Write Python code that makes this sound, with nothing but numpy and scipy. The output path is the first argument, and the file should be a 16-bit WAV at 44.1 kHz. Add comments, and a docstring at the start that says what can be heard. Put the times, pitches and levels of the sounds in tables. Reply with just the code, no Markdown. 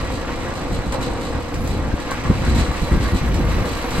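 """A rod-chain conveyor on a steel farm machine runs outdoors, heard by someone walking along its side.
From the start, rods rattle over rollers, sheet panels drum, links clatter in short runs and the
motor's gear whine throbs once per shaft turn. The chain clanks on the frame at 0.3 s, twice near 0.9 s
and at 2.1 s; from 0.9 s on, a link snaps now and then. In the second half the rattle grows, gusts
buffet the microphone harder, and the link pins sizzle up toward the end."""
import sys
import numpy as np
from scipy import signal
from scipy.fft import rfft, irfft, dct
from scipy.io import wavfile
from scipy.ndimage import uniform_filter1d

SR = 44100
rng = np.random.default_rng(int(sys.argv[2]) if len(sys.argv) > 2 else 0)


def log_audio(samples):
    """Write samples as a 16-bit WAV file to the path given in sys.argv[1]."""
    # one column per channel
    frames = np.atleast_2d(samples).T
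    # limit to full scale, then quantise
    limited = np.clip(frames, -1, 1)
    pcm = np.round(limited * 32767).astype(np.int16)
    wavfile.write(sys.argv[1], SR, pcm)


N = 176400

# rod rattle (time [s], relative level [dB])
RATTLE_ENVELOPE = [(0,-34.5),(1,-37.5),(1.5,-38),(1.95,-36.5),(2.15,-33),(4,-33)]
# rod rattle (frequency [Hz], density [dB])
RATTLE_SPECTRUM = [(400,-17.5),(1000,5.5),(1550,-0.5),(2150,4),(2700,-1),(4400,-10.5),(6200,-10.5),(8000,-37.5)]
# panel drumming (time [s], relative level [dB])
PANEL_ENVELOPE = [(0,-29.5),(.88,-30),(.98,-27),(1.4,-29.5),(3.2,-30),(4,-27.5)]
# panel drumming (frequency [Hz], density [dB])
PANEL_SPECTRUM = [(50,4),(170,-3.5),(290,2),(410,-5),(500,-0.5),(620,-5),(780,-7),(1150,-10.5),(2500,-31.5)]
# links riding over a sprocket (start [s], length [s], relative level [dB])
CLATTER_RUNS = [(0.116,0.026,-39),(0.532,0.015,-36),(0.726,0.032,-36.5),(1,0.051,-36),(1.191,0.09,-39.5),(1.687,0.052,-39.5),(1.993,0.0096,-38.5),(0.908,0.03,-36.5),(2.438,0.053,-35.5),(2.546,0.061,-33.5),(2.75,0.081,-38.5),(3.003,0.056,-37),(3.134,0.039,-38.5),(3.485,0.038,-37),(3.652,0.18,-37.5),(3.891,0.12,-37)]
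# jingle between runs, louder near the return side (time [s], relative level [dB])
JINGLE_ENVELOPE = [(0,-42),(1.4,-43.5),(1.9,-46),(2.4,-39),(4,-44.5)]
# link clicks (frequency [Hz], density [dB])
LINK_SPECTRUM = [(900,-4.5),(2200,3),(3500,0.5),(4400,0),(5300,-6),(8400,-0.5),(9300,-11),(11300,-5),(13200,-26)]
# treble loss of the scattered jingle (frequency [Hz], gain [dB])
SCATTER_RESPONSE = [(5800,0),(7800,-7)]
# steel rod modes (frequency [Hz], relative level [dB])
ROD_RESONANCES = [(2990,-9),(3975,0),(4130,-5),(4480,-5),(4956,-13),(7714,-11),(8370,-8)]
# steel frame modes (frequency [Hz])
FRAME_MODES_HZ = [1035,1117,1165,1335,1463,1588,1690,1847,1950,2070,2135]
# chain blows on the frame (time [s], level [dB], main resonance [Hz])
CLANK_EVENTS = [(0.281,-30,1360),(0.925,-25.5,870),(0.944,-22,530),(2.116,-24,1110)]
# link snaps (time [s], level [dB])
SNAP_EVENTS = [(.923,-34.5),(1.542,-38),(1.674,-36),(2.109,-32),(3.343,-35),(3.907,-35)]
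# link snaps (frequency [Hz], density [dB])
SNAP_SPECTRUM = [(1500,-10),(4000,4),(8300,1),(15500,-14)]
# pin sizzle (time [s], level [dB])
PIN_ENVELOPE = [(1.4,-66),(1.65,-50),(1.9,-70),(2.8,-55.5),(4,-49)]
# pin sizzle (frequency [Hz], density [dB])
PIN_SPECTRUM = [(8000,-30),(11000,-8),(11213,5),(11450,-9),(15300,-13)]
# gear mesh tone and sidebands (offset [shaft orders], level [dB])
GEAR_TONES = [(-1,-44.5),(0,-42),(1,-50.5)]
# other drive tones (frequency [Hz], level [dB])
HUM_TONES = [(353,-50),(712,-46)]
# gusts on the microphone (start [s], length [s], relative level [dB])
GUST_EVENTS = [(0,0.15,-30),(0.694,0.11,-25.5),(0.866,0.035,-23.5),(1.34,0.062,-29.5),(1.535,0.37,-26),(1.64,0.019,-27),(1.93,0.018,-16.5),(2.294,0.019,-11.5),(2.232,0.42,-24.5),(2.472,.16,-18.5),(2.68,0.029,-19),(2.816,0.029,-19.5),(2.912,0.066,-15.5),(2.998,0.085,-21),(3.212,0.42,-21),(3.343,.006,-16),(3.121,0.038,-17),(3.979,0.027,-20.5)]
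# gust turbulence (frequency [Hz], density [dB])
GUST_SPECTRUM = [(15,-14),(55,6),(110,-3.5),(230,-9),(350,-15.5),(600,-31),(2000,-49)]
# breeze turbulence (frequency [Hz], density [dB])
BREEZE_SPECTRUM = [(15,-13),(45,2),(70,1),(130,-12.5),(400,-39.5)]
# right microphone port against left (frequency [Hz], gain [dB])
PORT_TILT = [(3000,0),(5400,4.5),(7800,0)]

PANEL_LAG_MS, ROD_LAG_MS, LINK_LAG_MS = 0.05, 0.06, 0.255  # at the left port
LINKS_PER_S, LINK_SPREAD_DB, LINK_T60_S = 800, 5.5, 0.062
ROD_SPREAD_DB, FRAME_T60_S, SHAFT_HZ = 3, 0.18, 30
TIME_S = np.arange(N) / SR


def undb(db):
    """Decibels to gain."""
    return 10 ** (np.asarray(db) / 20)


def unit(x):
    """Scale to rms 1."""
    return x / np.sqrt(np.mean(x ** 2) + 1e-20)


def curve(points):
    """Gain along (time [s], level [dB]) points."""
    return undb(np.interp(TIME_S, *np.array(points).T))


def fade(t60_s):
    """Exponential decay."""
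    return np.exp(-np.log(1000) * TIME_S / t60_s)


def swell_power(events, rise_s, fall_s):
    """Summed power of events that rise linearly, hold and decay."""
    power = 0
    for start_s, length_s, db in events:
        t = TIME_S - start_s
        swell = np.clip(t / rise_s, 0, 1) * np.exp(-np.clip((t - length_s) / fall_s, 0, 20))
        power += (undb(db) * swell) ** 2
    return power


def drift(rate_hz):
    """Smooth random drift, spread near 1."""
    hold = int(SR / rate_hz)
    steps = np.repeat(rng.standard_normal(600), hold)[:N]
    return 1.864 * uniform_filter1d(uniform_filter1d(steps, hold), hold)


def per_bin(hz, values):
    """Interpolate onto FFT bins in log frequency."""
    return np.interp(np.log(np.arange(N // 2 + 1) * SR / N + 1e-3), np.log(hz), values)


def colour(x, points):
    """Minimum-phase filter; falls 24 dB per octave above the last point."""
    hz, db = np.array(points, float).T
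    octaves = np.arange(1, 5)
    response_db = per_bin(np.append(hz, hz[-1] * 2 ** octaves), np.append(db, db[-1] - 24 * octaves))
    cepstrum = irfft(np.log(undb(response_db)), N)
    cepstrum[1:N // 2] *= 2
    cepstrum[N // 2 + 1:] = 0
    return irfft(rfft(x) * np.exp(rfft(cepstrum)), N)


def ring(x, response):
    """Convolve with an impulse response."""
    return signal.fftconvolve(x, response[:SR // 2])[:N]


def modal(hz, db, t60_s):
    """Impulse response of damped modes at random phases."""
    t = TIME_S[:SR // 2]
    modes = sum(undb(d) * np.sin(2 * np.pi * (f * t + rng.random())) for f, d in zip(hz, db))
    return modes * fade(t60_s)[:len(t)]


def impacts(per_s, spread_db):
    """Random blows of uneven strength."""
    hits = (rng.random(N) < per_s / SR) * np.sign(rng.standard_normal(N))
    return hits * undb(spread_db * np.clip(rng.standard_normal(N), -2, 2))


def steel(blows, t60_s, spectrum, crack, parts=5):
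    """Each blow cracks, then rings one part's dense modes. Returns (direct, scattered)."""
    part, size = rng.integers(parts, size=N), SR // 2
    paths = []
    for path_crack in (crack, 0):
        responses = rng.standard_normal((parts, size)) * fade(t60_s)[:size]
        ringing = sum(ring(blows * (part == k), r / np.linalg.norm(r)) for k, r in enumerate(responses))
        paths.append(unit(colour(path_crack * blows + ringing, spectrum)))
    return np.array(paths)


def burst(start_s, t60_s, spectrum):
    """One blow: a crack and a dense tail. Returns (direct, scattered)."""
    noise = rng.standard_normal((2, N))
    crack = 0.8 * fade(t60_s=0.012)
    envelope = np.pad(fade(t60_s) + crack, (int(start_s * SR), 0))[:N]
    return colour(noise * envelope, spectrum) / np.std(colour(noise, spectrum))


def place(paths, lag_ms, scatter, scatter_lag_s=0.017):
    """Direct sound reaches the left port late, scattered sound the right."""
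    direct, diffuse = paths
    left = np.pad(direct, (round(lag_ms * SR / 1000), 0))[:N] + scatter * diffuse
    right = direct + scatter * np.roll(diffuse, round(scatter_lag_s * SR))
    return np.array([left, right]) / np.hypot(1, scatter)


def rod_rattle(gain_db=-1):
    """Rods rattle on rollers, shaken once per shaft turn."""
    shake = 1 + 0.36 * np.sin(2 * np.pi * SHAFT_HZ * TIME_S)
    blows = impacts(per_s=330, spread_db=ROD_SPREAD_DB) * shake
    rattle = steel(blows, t60_s=0.2, spectrum=RATTLE_SPECTRUM, crack=0.24)
    return place(rattle, ROD_LAG_MS, scatter=0.81) * curve(RATTLE_ENVELOPE) * undb(gain_db)


def panel_drumming(gain_db=3):
    """The moving chain knocks on the sheet-steel sides."""
    knocks = impacts(per_s=260, spread_db=1.5)
    drumming = steel(knocks, t60_s=0.19, spectrum=PANEL_SPECTRUM, crack=0.7, parts=3)
    return place(drumming, PANEL_LAG_MS, scatter=0.5) * curve(PANEL_ENVELOPE) * undb(gain_db)


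def rod_clinks(spots=8, mix_db=8, db_per_octave=-3.5, gain_db=-3):
    """Loose rods knock on the frame; each spot stirs its own mix of modes."""
    knocks = impacts(per_s=55, spread_db=ROD_SPREAD_DB)
    spot = rng.integers(spots, size=N)
    hz, paths = np.array(FRAME_MODES_HZ), np.zeros((2, N))
    for k in range(spots):
        detune, strength = rng.uniform(-0.97, 1, (2, len(hz)))
        db = mix_db * strength + db_per_octave * np.log2(hz / hz[0])
        for path in paths:
            path += ring(knocks * (spot == k), modal(hz * (1 + 0.008 * detune), db, FRAME_T60_S))
    return place(unit(paths), ROD_LAG_MS, scatter=0.68) * curve(RATTLE_ENVELOPE) * undb(gain_db)


def link_clatter(rods=4, ring_db=-6.5, gain_db=1.98):
    """Link clicks swell in runs over a sprocket and ring slightly unlike rods."""
    power = curve(JINGLE_ENVELOPE) ** 2 + swell_power(CLATTER_RUNS, rise_s=0.0052, fall_s=0.026)
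    clicks = impacts(LINKS_PER_S, LINK_SPREAD_DB) * np.sqrt(power)
    paths = steel(clicks, LINK_T60_S, LINK_SPECTRUM, crack=0.28)
    rod = rng.integers(rods, size=N)
    hz, db = np.array(ROD_RESONANCES).T
    blows = clicks * power ** 0.14  # rods ring most when the chain runs hard
    tunings = 1 + 0.003 * np.linspace(-1, 1, rods)
    for path in paths:
        responses = [modal(hz * tuning, db, t60_s=0.15) for tuning in tunings]
        ringing = sum(ring(blows * (rod == k), r) for k, r in enumerate(responses))
        path += undb(ring_db) * unit(ringing)
    paths[1] = colour(paths[1], SCATTER_RESPONSE)
    return place(paths, LINK_LAG_MS, scatter=1.33) * np.sqrt(np.mean(power)) * undb(gain_db)


def frame_clanks(skirt_db_per_octave=-9, ring_db=-18):
    """Heavy chain blows crash, then ring the frame around the struck part's resonance."""
    paths, modes_hz = 0, np.array(FRAME_MODES_HZ)
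    for start_s, db, hz in CLANK_EVENTS:
        modes_db = ring_db + skirt_db_per_octave * np.abs(np.log2(modes_hz / hz))
        ringing = np.pad(modal(modes_hz, modes_db, FRAME_T60_S), (int(start_s * SR), N))[:N]
        body = [(hz / 4, 2 * skirt_db_per_octave), (hz, 0), (hz * 2, skirt_db_per_octave)]
        paths += undb(db) * (burst(start_s, t60_s=0.18, spectrum=body) + ringing)
    return place(paths, ROD_LAG_MS, scatter=0.51)


def link_snaps():
    """Single links drop sharply into the sprocket."""
    snaps = sum(undb(db) * burst(at_s, t60_s=0.15, spectrum=SNAP_SPECTRUM) for at_s, db in SNAP_EVENTS)
    return place(snaps, LINK_LAG_MS, scatter=0.35)


def pin_sizzle():
    """Dry link pins tick finely and ring very high."""
    ticks = steel(impacts(LINKS_PER_S, LINK_SPREAD_DB), LINK_T60_S, PIN_SPECTRUM, crack=0.25)
    return place(ticks, LINK_LAG_MS, scatter=0.33) * curve(PIN_ENVELOPE)


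def motor(mesh_hz=516.8):
    """Gear whine and hum; speed wavers with the load."""
    speed = 1 + 0.002296 * drift(rate_hz=9.8)
    rad_per_hz = 2 * np.pi * np.cumsum(speed) / SR
    tones = [(mesh_hz + order * SHAFT_HZ, db) for order, db in GEAR_TONES] + HUM_TONES
    return sum(undb(db) * unit(np.sin(hz * rad_per_hz + 2 * np.pi * rng.random())) for hz, db in tones)


def wind(gust_gain_db=2.5, breeze_db=-31.5, width=0.23):
    """A breeze rumbles on the microphone; gusts thump and reach higher in pitch."""
    gusts = np.sqrt(swell_power(GUST_EVENTS, rise_s=0.0024, fall_s=0.0051))
    eddies = unit(colour(rng.standard_normal((2, N)), GUST_SPECTRUM))
    eddies /= np.sqrt(uniform_filter1d(eddies ** 2, size=SR // 40, axis=1))  # level over 25 ms
    breeze = unit(colour(rng.standard_normal((2, N)), BREEZE_SPECTRUM))
    mid, side = undb(gust_gain_db) * gusts * eddies + undb(breeze_db) * breeze
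    return np.array([mid + width * side, mid - width * side])


def scene():
    """The running machine in the wind."""
    chain = panel_drumming() + rod_rattle() + rod_clinks() + link_clatter() + pin_sizzle()
    return chain + link_snaps() + frame_clanks() + motor() + wind()


def record(dry):
    """The two ports differ in tone; the recorder cuts above 15.7 kHz."""
    tilt_db = np.repeat(per_bin(*np.array(PORT_TILT, float).T), 2)[:N] / 2  # half per port
    spectrum = dct(dry, norm="ortho") * undb([-tilt_db, tilt_db])
    heard = dct(spectrum, type=3, norm="ortho")
    return signal.sosfilt(signal.ellip(8, 0.2, 70, 15700, fs=SR, output="sos"), heard)


dry = scene()
out = record(dry)
log_audio(out)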